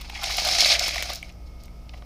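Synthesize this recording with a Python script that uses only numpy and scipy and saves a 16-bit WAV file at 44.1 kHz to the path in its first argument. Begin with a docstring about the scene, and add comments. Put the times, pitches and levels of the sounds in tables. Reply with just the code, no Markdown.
"""A garage with a concrete floor: a plastic tub of metal parts is pushed along, speeds up and comes to rest.
Grit crackles under its base and drums its walls; it catches on the floor and the packed parts knock
and jingle. Fingers then pick among the parts, over a low mains hum and the quiet air of the room."""
import sys
import numpy as np
from scipy import signal
from scipy.fft import rfft, irfft
from scipy.io import wavfile
from scipy.ndimage import map_coordinates

SR = 44100
rng = np.random.default_rng(int(sys.argv[2]) if len(sys.argv) > 2 else 0)


def put_to_file(sound):
    """Save the sound as 16-bit audio at rate SR, in the file named by the first command-line argument."""
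    columns = np.atleast_2d(sound).T  # one column per channel
    safe = np.clip(columns, -1, 1)
    whole_steps = np.round(safe * 32767)
    wavfile.write(sys.argv[1], SR, whole_steps.astype(np.int16))


N = 90404

# Each row: time in seconds, scrape level in dB, rasp level in dB, body level in dB.
SLIDE_LEVELS = [(0, -53, -47.5, -58), (.08, -50, -55, -54), (.165, -41, -37.5, -52),
                (.195, -44.5, -42, -48), (0.243, -31.5, -34.5, -42.5), (.35, -32, -40, -44),
                (.47, -26, -32, -37), (.565, -25, -32.5, -36), (.61, -20, -30.5, -35),
                (0.742, -22, -26.5, -33.5), (0.781, -36, -37.5, -42), (0.819, -28, -31, -40.5),
                (.89, -26.5, -32, -37.5), (0.918, -34, -35.5, -42.5), (1.1, -37.5, -41.5, -41),
                (1.16, -42.5, -49, -53), (1.2, -50.5, -60, -60.5), (1.3, -56, -55, -57),
                (1.35, -97, -96, -71)]
# Spectra of scrape, rasp and sharp ticks. 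Each row: frequency in Hz, relative density in dB.
SCRAPE_SPECTRUM = [(1500, -25), (2700, -7), (3300, -5.5), (3600, -6.5), (3950, -0.5), (4450, 0),
                   (4900, 0.5), (5600, -5), (6500, -7), (7600, -19), (10000, -19.5), (15000, -38)]
RASP_SPECTRUM = [(1000, -38), (1450, -12.5), (1720, -6), (1880, -6.5), (2170, 5.5), (2600, 0), (3000, -7.5),
                 (3300, -2), (3700, -11)]
TICK_SPECTRUM = [(2000, -27), (4500, 1), (6500, 6.5), (9000, 2.5), (15000, 0)]
GRIT_PER_S, JUDDER_PER_S = 7000, 120


def slide(crunch_per_s=320, crunch_db=-17.5):
    """Grit under the juddering tub excites a bright scrape, a rasp and the body; coarse grains crack."""
    t, levels = np.arange(N) / SR, np.array(SLIDE_LEVELS)
    scrape_gain, rasp_gain, body_gain = (undb(np.interp(t, levels[:, 0], db)) for db in levels.T[1:])
    shared_judder = walk(JUDDER_PER_S)

    def judder(depth_db):
        return unit(undb(depth_db * (shared_judder + walk(JUDDER_PER_S)) / np.sqrt(2)))

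    scrape = through(grit(GRIT_PER_S) * judder(depth_db=2) * scrape_gain, response(SCRAPE_SPECTRUM))
    rasp = through(grit(GRIT_PER_S) * judder(depth_db=3.5) * rasp_gain, response(RASP_SPECTRUM))
    crunch = through(grit(crunch_per_s) * scrape_gain * undb(crunch_db), response(TICK_SPECTRUM))
    drum = unit(tub_body(grit(GRIT_PER_S), t)) * judder(depth_db=3.5) * body_gain
    return scrape + rasp + crunch + drum


def grit(grains_per_s, spread_db=3):
    """Tiny random impacts of uneven size, rms 1."""
    hits = rng.random(N) < grains_per_s / SR
    sizes = undb(spread_db * np.clip(rng.standard_normal(N), -2, 2))
    return unit(hits * sizes * np.sign(rng.standard_normal(N)))


# Resonances of the tub's base and wall. Each row: frequency in Hz, relative density in dB.
BASE_SPECTRUM = [(150, -23), (300, -14.5), (400, -19.5), (490, -10.5), (590, 0), (690, 3), (800, -4.5),
                 (980, -15), (1300, -33), (2200, -30)]
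WALL_SPECTRUM = [(950, -16.5), (1080, -4.5), (1200, 5.5), (1340, 1.5), (1480, 2.5), (1700, -1),
                 (2200, -20.5)]


def tub_body(force, t, start_pitch_ratio=1.277, settle_s=0.34, wall_db=-5.5):
    """The base drums and the wall rings at a steady pitch; as the tub moves off, the low drumming peak sinks in
    pitch."""
    pitch_ratio = 1 + (start_pitch_ratio - 1) * np.exp(-(t / settle_s) ** 2)
    base = through(force, response(BASE_SPECTRUM))
    gliding_base = map_coordinates(base, [np.cumsum(pitch_ratio)], mode="wrap")
    return gliding_base + undb(wall_db) * through(force, response(WALL_SPECTRUM))


# Each row: start in seconds, length in seconds, ring centre in Hz, ring width in Hz,
# ring level in dB, thud level in dB, tick level in dB.
KNOCK_EVENTS = [(.011, 0.0087, 3340, 3700, -37.5, -47.5, -40), (.097, 0.0052, 2550, 2220, -34, -39, -44),
                (.157, .012, 2170, 900, -40, -42, -64), (.219, 0.022, 1240, 497, -40, -42.5, -51),
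                (.233, 0.0039, 3740, 3970, -26.5, -32.5, -28), (.2402, 0.0042, 3540, 4530, -22, -32, -37),
                (.295, .01, 1170, 300, -39, -36, -50), (.306, 0.01, 2960, 2800, -27.5, -39, -36),
                (.369, 0.0051, 4740, 2980, -30, -45, -29), (.381, 0.0062, 3440, 4040, -22.5, -25, -38),
                (.399, 0.0017, 4600, 1980, -22, -61, -28), (.447, 0.0059, 4500, 3000, -31, -31, -32.5),
                (.468, 0.017, 4800, 2500, -31, -31, -33), (.488, 0.0018, 4160, 2000, -18, -25, -42),
                (.523, 0.007, 5000, 1700, -22.5, -68, -47), (.584, 0.0053, 3550, 3500, -20.5, -28, -46),
                (.6055, 0.0036, 4560, 3460, -10.5, -32, -19.5), (.6236, 0.0013, 4600, 1500, -17, -20, -37),
                (.6455, 0.0026, 4040, 600, -12, -35, -46), (.667, 0.0013, 2370, 1010, -18, -31, -36),
                (.699, 0.012, 3950, 1220, -19, -30.5, -48), (.716, 0.018, 4050, 1200, -20.5, -35.5, -48),
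                (.751, 0.0019, 2290, 915, -19, -40, -41), (.7938, 0.003, 5130, 3300, -15.5, -59, -24),
                (.807, 0.014, 2300, 900, -54, -32, -55), (.821, 0.0098, 4400, 2930, -28, -35, -43),
                (.88, 0.0027, 2660, 1800, -46, -28.5, -27), (.943, 0.0068, 2280, 1190, -32.5, -41, -42),
                (.958, 0.0035, 2170, 2000, -26, -37, -36.5), (.9803, 0.0032, 2400, 1270, -22, -41, -37),
                (1.0245, 0.0024, 2500, 2400, -22, -31.5, -26), (1.031, 0.0052, 4100, 4000, -30.5, -46, -52),
                (1.097, 0.01, 3600, 3800, -29.5, -33.5, -36.5),
                (1.1335, 0.0032, 4800, 3880, -28, -59, -29.5), (1.148, 0.0027, 4840, 3000, -49, -65, -37),
                (1.156, .005, 5500, 2950, -32, -65, -34.5), (1.2278, 0.0017, 2390, 418, -27, -44, -44),
                (1.293, 0.0023, 2600, 1000, -45, -57, -57), (1.3, 0.0017, 2600, 900, -44.5, -62, -70),
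                (1.323, 0.0024, 6300, 2500, -56, -67, -59), (1.636, .002, 6000, 5000, -68, -73, -45.5),
                (1.656, 0.0027, 4800, 4000, -60, -66, -49.5), (1.681, 0.0028, 2120, 1200, -49.5, -72, -78),
                (1.893, 0.0029, 3000, 2050, -41.5, -54, -82), (1.9355, 0.011, 2140, 1280, -46, -46, -63),
                (1.972, 0.012, 2580, 2000, -56, -58, -65), (2.021, 0.0046, 2370, 1380, -49.5, -45, -84)]


def knocks(chatter_per_s=9000, min_release_s=0.0007):
    """The tub catches or parts knock: an impact and brief chatter drive a dead ring, a thud and a tick."""
    out, t = np.zeros(N + SR), np.arange(SR // 24) / SR
    chatter = np.tile(grit(chatter_per_s), 2)
    tick_response = response(TICK_SPECTRUM)
    for k, (start_s, length_s, ring_hz, width_hz, ring_db, thud_db, tick_db) in enumerate(KNOCK_EVENTS):
        envelope = np.exp(-np.maximum(t - 0.78 * length_s, 0) / (min_release_s + length_s / 6))
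        contact = chatter[k * len(t):(k + 1) * len(t)] * envelope
        impact_ratio = undb(-7) * min(0.0022 / length_s, 1)  # long knocks are mostly chatter
        contact[0] += impact_ratio * np.linalg.norm(contact)
        low_hz = np.hypot(ring_hz, width_hz / 2) - width_hz / 2
        ring_band = signal.butter(2, [low_hz, low_hz + width_hz], "band", fs=SR, output="sos")
        ring = signal.sosfilt(ring_band, contact)
        thud = tub_body(contact, start_s + t)
        tick = through(contact, tick_response)
        onset = int(start_s * SR)
        for layer, db in ((ring, ring_db), (thud, thud_db), (tick, tick_db)):
            out[onset:onset + len(t)] += undb(db) * layer * np.sqrt(length_s * SR) / np.linalg.norm(layer)
    return out[:N]


# Each row: frequency in Hz, T60 in seconds, relative level in dB.
METAL_MODES = [(2048, 0.33, -1), (3600, .15, -54), (3902, 0.082, 8), (4130, 0.05, -18), (4354, 0.14, -11.5),
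               (5300, 0.049, 30), (5578, 0.1, 11.5), (5950, 0.18, 10)]


def jingle(shaking, level_db=-18):
    """Shaken metal parts ring briefly, damped by each other."""
    t = np.arange(SR // 3) / SR
    ring = sum(undb(db) * np.exp(-np.log(1000) * t / t60_s) * np.sin(2 * np.pi * (hz * t + rng.random()))
               for hz, t60_s, db in METAL_MODES)
    return undb(level_db) * through(shaking, ring / np.linalg.norm(ring))


# Each row: centre in seconds, half-width in seconds, level in dB.
FINGER_BRUSHES = [(1.472, 0.013, -59.5), (1.608, 0.011, -56), (1.648, 0.02, -57), (1.96, 0.047, -60.5)]


def fingers():
    """Faint swells of friction as fingers brush the rim and the parts."""
    t = np.arange(N) / SR
    touch = sum(undb(db) * np.exp(-((t - centre_s) / half_width_s) ** 2)
                for centre_s, half_width_s, db in FINGER_BRUSHES)
    return through(grit(GRIT_PER_S) * touch, response(SCRAPE_SPECTRUM))


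def garage(direct, early_decay_s=0.027, early_db=-13, tail_t60_s=0.12, tail_db=-24.5):
    """Quick echoes from the floor and things nearby, then a short dull tail."""
    t = np.arange(SR // 2) / SR
    early = rng.standard_normal(len(t)) * np.exp(-t / early_decay_s) * (t > 0.002)
    tail = rng.standard_normal(len(t)) * np.exp(-np.log(1000) * t / tail_t60_s) * (t > 0.01)
    tail = signal.sosfilt(signal.butter(1, 6000, fs=SR, output="sos"), tail)
    echoes = undb(early_db) * early / np.linalg.norm(early) + undb(tail_db) * tail / np.linalg.norm(tail)
    return direct + through(direct, echoes)


# Each row: frequency in Hz, rms level in dB.
HUM_TONES = [(58.5, -42.5), (177, -58), (236.5, -64), (305, -64), (1238, -70), (1297, -69.5), (2180, -70)]


def mains_hum(waver_db=1.54, waver_rad=0.14):
    """Low mains hum and a thin whine, each tone wavering in level and phase."""
    t = np.arange(N) / SR
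    hum = np.zeros(N)
    for hz, db in HUM_TONES:
        amplitude = undb(db + waver_db * walk(7.6)) * np.sqrt(2)
        hum += amplitude * np.sin(2 * np.pi * hz * t + waver_rad * walk(6.1))
    return hum


# Each row: frequency in Hz, relative density in dB.
AIR_SPECTRUM = [(20, -3), (32, 0), (45, 1), (80, -11.5), (120, -10.5), (200, -25.5), (300, -24), (400, -27),
                (650, -24), (950, -32), (1700, -43), (2200, -36.5), (3900, -43.5), (5200, -36.5),
                (7200, -50), (15000, -51)]


def room_air(level_db=-42.5):
    """Steady low rumble and faint hiss."""
    spectrum = rfft(rng.standard_normal(N)) * rfft(response(AIR_SPECTRUM, size=16384), N)
    return undb(level_db) * unit(irfft(spectrum, N))


def undb(db):
    """Decibels to gain."""
    return 10 ** (np.asarray(db) / 20)


def unit(x):
    """Scale to rms 1."""
    return x / np.sqrt(np.mean(x ** 2) + 1e-20)


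def walk(changes_per_s):
    """Smooth random curve with spread near 1."""
    points = rng.standard_normal(2048)
    return map_coordinates(points, [np.arange(N) / SR * changes_per_s], order=3, mode="wrap")


def response(spectrum, size=2048):
    """Minimum-phase impulse response of unit energy from (Hz, dB) points, rolling off past the ends."""
    hz, db = np.array(spectrum, float).T
    log_hz = np.log(np.maximum(np.fft.rfftfreq(size, 1 / SR), 1))
    beyond = np.maximum(np.log(hz[0]) - log_hz, 0) + np.maximum(log_hz - np.log(hz[-1]), 0)
    magnitude = undb(np.interp(log_hz, np.log(hz), db) - 20 * beyond)
    cepstrum = irfft(np.log(magnitude))
    cepstrum[1:size // 2] *= 2
    cepstrum[size // 2 + 1:] = 0
    impulse = irfft(np.exp(rfft(cepstrum)))
    return impulse / np.linalg.norm(impulse)


def through(x, impulse):
    """Pass a sound through an impulse response."""
    return signal.fftconvolve(x, impulse)[:len(x)]


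def scene():
    """The tub and its load in the garage, over air and hum; mono."""
    tub = slide() + knocks() + fingers()
    return (garage(tub + jingle(tub)) + room_air() + mains_hum())[None, :]


def record(dry, cutoff_hz=15400):
    """Steep low-pass on the top treble."""
    return signal.sosfilt(signal.ellip(10, 0.2, 80, cutoff_hz, fs=SR, output="sos"), dry)


dry = scene()
out = record(dry)
put_to_file(out)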